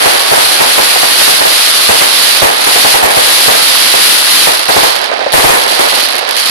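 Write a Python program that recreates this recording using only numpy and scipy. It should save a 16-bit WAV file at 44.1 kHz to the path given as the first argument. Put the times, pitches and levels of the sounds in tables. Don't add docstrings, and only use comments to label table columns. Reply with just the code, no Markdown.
import sys
import numpy as np
from scipy import signal
from scipy.fft import rfft, irfft, next_fast_len
from scipy.io import wavfile
from scipy.ndimage import uniform_filter1d

SR = 44100
rng = np.random.default_rng(int(sys.argv[2]) if len(sys.argv) > 2 else 0)


def generate_wav(sig):
    pcm = np.round(np.clip(np.atleast_2d(sig).T, -1, 1) * 32767).astype(np.int16)
    wavfile.write(sys.argv[1], SR, pcm)


N = 286640
TIME = np.arange(N) / SR
# start_s, strength_db
SHELL_BURSTS = [(0.054, 1), (0.313, 1.5), (0.37, -4.5), (0.601, 0.5), (0.776, -0.5), (0.955, -13.5),
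                (1.026, -6), (1.209, -9.5), (1.273, -4), (1.403, -4.5), (1.449, -5.5), (1.887, 2),
                (2.01, -4.5), (2.416, 2), (2.441, 0), (2.663, -6.5), (2.755, -7), (2.844, 0), (2.939, -1.5),
                (3.024, 2.5), (3.099, -11), (3.163, 0), (3.477, 1), (3.544, -12), (3.934, -5.5),
                (4.467, -2), (4.684, -1), (4.761, 3), (4.83, -0.5), (5.334, 3), (5.374, 1.5), (5.439, 4.5),
                (5.489, 1), (5.545, -8), (5.789, -3)]
# frequency_hz, level_db
CRACK_SPECTRUM = [(60, -38.5), (160, -28.5), (300, -13.5), (900, -7.5), (1900, 0.5), (3000, 1), (5000, -4),
                  (7500, -12), (10500, -8.5), (14000, -14)]


def undb(db):
    return 10 ** (np.asarray(db) / 20)


def unit(x):
    return x / np.sqrt(np.mean(x ** 2))


def add(out, start_s, sound):
    i = max(int(start_s * SR), 0)
    out[:, i:i + sound.shape[1]] += sound[:, :N - i]


def colour(x, spectrum, size=4096):
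    hz, db = np.transpose(spectrum)
    bins_hz = np.maximum(np.arange(size // 2 + 1) * SR / size, 1)
    magnitude = undb(np.interp(np.log(bins_hz), np.log(hz), db))
    cepstrum = irfft(np.log(magnitude))
    response = irfft(np.exp(rfft(2 * cepstrum[:size // 2], size)))
    response /= np.linalg.norm(response)
    return signal.fftconvolve(x, response[None], axes=-1)[:, :N]


def echoes(t60_s, per_s, antiphase=0., size=40000):
    paths = rng.standard_normal((3, size)) * (rng.random((3, size)) < per_s / SR)
    decay = np.exp(-np.log(1000) * TIME[:size] / t60_s)
    tail = (paths[:2] + antiphase * paths[2] * np.array([[1], [-1]])) * decay
    return tail / np.sqrt(np.sum(tail ** 2) / 2)


def scatter(clicks, t60_s):
    fade = np.exp(-2 * np.log(1000) / (t60_s * SR))
    energy = signal.lfilter([1 - fade], [1, -fade], clicks ** 2)
    return np.sqrt(energy) * rng.standard_normal(clicks.shape)


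def pops(per_s, spread_db, lag_spread_s):
    at = np.flatnonzero(rng.random(N) < per_s / SR)
    strength, side, lean = rng.standard_normal((len(at), 3)).T
    amplitude = unit(undb(spread_db * np.minimum(strength, 2.3)))
    lag = np.round(side * lag_spread_s * SR).astype(int)
    out = np.zeros((2, N))
    np.add.at(out[0], at, amplitude * undb(1.7 * lean))
    np.add.at(out[1], np.clip(at + lag, 0, N - 1), amplitude * undb(-1.5 * lean))
    return out


def roll_level(barrage_db=-22, volley_db=-5.5, fade_db_per_s=27, peak_s=0.29, return_db=-20.5):
    power = undb(2 * barrage_db) + undb(2 * (volley_db - fade_db_per_s * TIME))
    for start_s, strength_db in SHELL_BURSTS:
        age = np.maximum(TIME - start_s, 0) / peak_s
        power += (undb(strength_db + return_db) * age * np.exp(1 - age)) ** 2
    return 10 * np.log10(power)


def roll(roll_db=-4, lean_db=3.5, antiphase=1.28):
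    # frequency_hz, level_db
    roar_spectrum = [(25, -26), (60, -28), (120, -32), (200, -20.5), (380, -7), (560, -1.5), (820, -1.5),
                     (1300, -9.5), (1750, -6.5), (3000, -16.5), (10000, -63)]
    reports = pops(160, spread_db=1.5, lag_spread_s=0)[0]
    left, right, shared = scatter(np.array([reports] * 3), t60_s=0.11)
    smeared = np.array([left + antiphase * shared, right - antiphase * shared])
    roar = unit(colour(smeared, roar_spectrum))
    return roar * undb(roll_level() + roll_db + lean_db * np.array([[-1], [1]]))


def whistle(start_hz=1135, end_hz=1100, start_s=0.024, end_s=0.436, whistle_db=-25):
    waver = unit(uniform_filter1d(rng.standard_normal(N), size=500))
    hz = np.interp(TIME, [start_s, end_s], [start_hz, end_hz]) * (1 + 0.0039 * waver)
    swell = np.sin(np.pi * np.clip((TIME - start_s) / (end_s - start_s), 0, 1))
    return undb(whistle_db) * swell * np.sin(2 * np.pi * np.cumsum(hz) / SR)


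def mortars(thump_db=22, slap_db=-3):
    # start_s, level_db
    launches = [(5.114, -13), (5.19, -14), (5.213, -15.5), (5.263, -7.5), (6.227, -16)]
    # frequency_hz, level_db
    thump_spectrum = [(25, -39), (150, -21), (350, -9.5), (540, 10), (750, 3), (1200, -5.5), (3000, -18),
                      (10000, -62)]
    out = np.zeros((2, N))
    for start_s, level_db in launches:
        push = undb(slap_db) * echoes(t60_s=0.12, per_s=410)
        push[:, 0] += 1
        add(out, start_s + 0.001773, undb(level_db + thump_db) * push)
    return colour(out, thump_spectrum)


def snaps(snap_db=18):
    # start_s, level_db
    close_stars = [(4.5933, 6), (4.9578, -15), (4.963, -4), (4.9858, -22), (5.0445, -30), (5.3221, -6),
                   (5.3277, -4), (5.3329, 0), (6.0872, -8.5), (6.1657, -5), (6.1915, -10), (6.2904, -6),
                   (6.3103, -4)]
    out = np.zeros((2, N))
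    for start_s, level_db in close_stars:
        crack = 0.52 * echoes(t60_s=0.0051, per_s=12000, size=1000)
        crack[:, 0] += 1
        add(out, start_s, undb(level_db + snap_db) * crack)
    return colour(out, CRACK_SPECTRUM)


def salvos(burnout_db_per_s=60, stragglers_db=-20.5, stragglers_pan_db=-9.5):
    # start_s, rise_s, hold_s, intensity_db, left_minus_right_db
    star_salvos = [(-.1, 0.078, .16, -9.5, 1), (.07, 0.3, 0.83, -8, 1), (1.11, .11, .11, -6, -1),
                   (1.36, .17, 0.51, -7, -0.5), (2.0, .18, .18, -6.4, -5.5), (2.42, .34, .16, -6, 0.5),
                   (3.02, .22, 0.27, -6.5, 3), (3.46, .2, .3, -6.5, -4.5), (3.941, 0.097, .08, -5.5, 6),
                   (4.1, .22, .14, -5.5, 1), (4.6, .18, .055, -8.1, -9), (5.32, .013, 0.17, -10, 4),
                   (5.47, .25, .32, -11, -5), (6.215, .18, .13, -11.1, -4)]
    powers, pans = [np.full(N, undb(2 * stragglers_db))], [stragglers_pan_db]
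    for start_s, rise_s, hold_s, intensity_db, pan_db in star_salvos:
        swell = np.clip((TIME - start_s) / rise_s, 0, 1)
        burnout_db = burnout_db_per_s * np.maximum(TIME - start_s - rise_s - hold_s, 0)
        powers.append((swell * undb(intensity_db - burnout_db)) ** 2)
        pans.append(pan_db)
    total = np.sum(powers, axis=0)
    return 10 * np.log10(total), np.dot(pans, powers) / total


def crackle(base_per_s=1700, rate_growth=2.6, size_growth=0.42, near_db=-8.5, far_db=-13, lull_db=-18):
    intensity_db, pan_db = salvos()
    clumps_db = 0.94 * unit(uniform_filter1d(rng.standard_normal(N), size=1400))
    burning = intensity_db > lull_db
    per_s = base_per_s * undb(rate_growth * (intensity_db + 6) + clumps_db) * burning
    near = pops(per_s, spread_db=4.5, lag_spread_s=.00022) * np.sqrt(SR / base_per_s)
    near *= undb(near_db + size_growth * (intensity_db + 3.5))
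    near = near + undb(-3.5) * scatter(near, t60_s=0.0037) + undb(-6) * scatter(near, t60_s=0.17)
    far = scatter(pops(1500, spread_db=2.5, lag_spread_s=0.00032), t60_s=0.012)
    # frequency_hz, level_db
    sizzle_spectrum = [(100, -26), (600, -5.5), (1250, 0), (1750, -3.5), (2300, -7.5), (3200, -5.5),
                       (4600, -9.5), (7000, -20.5), (11000, -19), (14000, -43)]
    sizzle = unit(colour(far, sizzle_spectrum)) * undb(far_db + 0.97 * (intensity_db + 3))
    balance = undb(.5 * pan_db * np.array([[1], [-1]]))
    return (colour(near, CRACK_SPECTRUM) + sizzle) * balance


def shells(shock_db=35, echo_db=30, boom_db=1, boom_lag_s=0.0122, bass_growth=2.1, rumble_db=-10):
    # frequency_hz, level_db
    bang_spectrum = [(25, -52.5), (100, -26.5), (250, -21), (450, -3.5), (800, 1), (1100, -2.5),
                     (1400, -5.5), (1800, -4), (3000, -13.5), (7000, -28.5), (14000, -19.5)]
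    boom_spectrum = [(20, -2), (60, 0.5), (100, -2), (170, -4), (270, -3), (500, -12), (2000, -55)]
    bangs, booms = np.zeros((2, 2, N))
    for start_s, strength_db in SHELL_BURSTS:
        front = undb(shock_db) * echoes(t60_s=0.071, per_s=800, antiphase=1.25, size=5000)
        echo = undb(echo_db) * echoes(t60_s=0.38, per_s=600, antiphase=1.25, size=20000)
        for part in (front, echo):
            add(bangs, start_s + .003, undb(strength_db) * part)
        push = echoes(t60_s=0.061, per_s=900, antiphase=0.52, size=5000)
        push[:, 0] += .35
        rumble = undb(rumble_db) * echoes(t60_s=0.69, per_s=40, size=30000)
        boom_gain = undb(bass_growth * strength_db + boom_db)
        for part in (push, rumble):
            add(booms, start_s + boom_lag_s, boom_gain * part)
    balance = undb([[-1.8], [1.8]])
    return (colour(bangs, bang_spectrum) + colour(booms, boom_spectrum)) * balance


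def scene():
    return crackle() + snaps() + shells() + mortars() + roll() + whistle()


def port(x, resonance_hz, width_hz, gain_db, leak_db):
    size = next_fast_len(N + 4096)
    ratio = np.arange(size // 2 + 1) * SR / size / resonance_hz
    response = (1 + undb(leak_db) * ratio ** 2) / (1 - ratio ** 2 + 1j * ratio * width_hz / resonance_hz)
    return undb(gain_db) * irfft(rfft(x, size) * response, size)[:N]


def record(dry, ceiling=0.69, knee=5, bass_hz=190, top_hz=14550):
    # resonance_hz, width_hz, gain_db, treble_leak_db
    cavities = [(10570, 2060, 3, -42), (4510, 1430, 3, -12)]
    heard = np.array([port(channel, *cavity) for channel, cavity in zip(dry, cavities)])
    clipped = heard / (1 + np.abs(heard / ceiling) ** knee) ** (1 / knee)
    lows, highs = (signal.butter(2, bass_hz, kind, fs=SR, output="sos") for kind in ("low", "high"))
    joined = signal.sosfiltfilt(lows, heard) + signal.sosfiltfilt(highs, clipped)
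    return signal.sosfilt(signal.ellip(10, .2, 70, top_hz, fs=SR, output="sos"), joined)


dry = scene()
out = record(dry)
generate_wav(out)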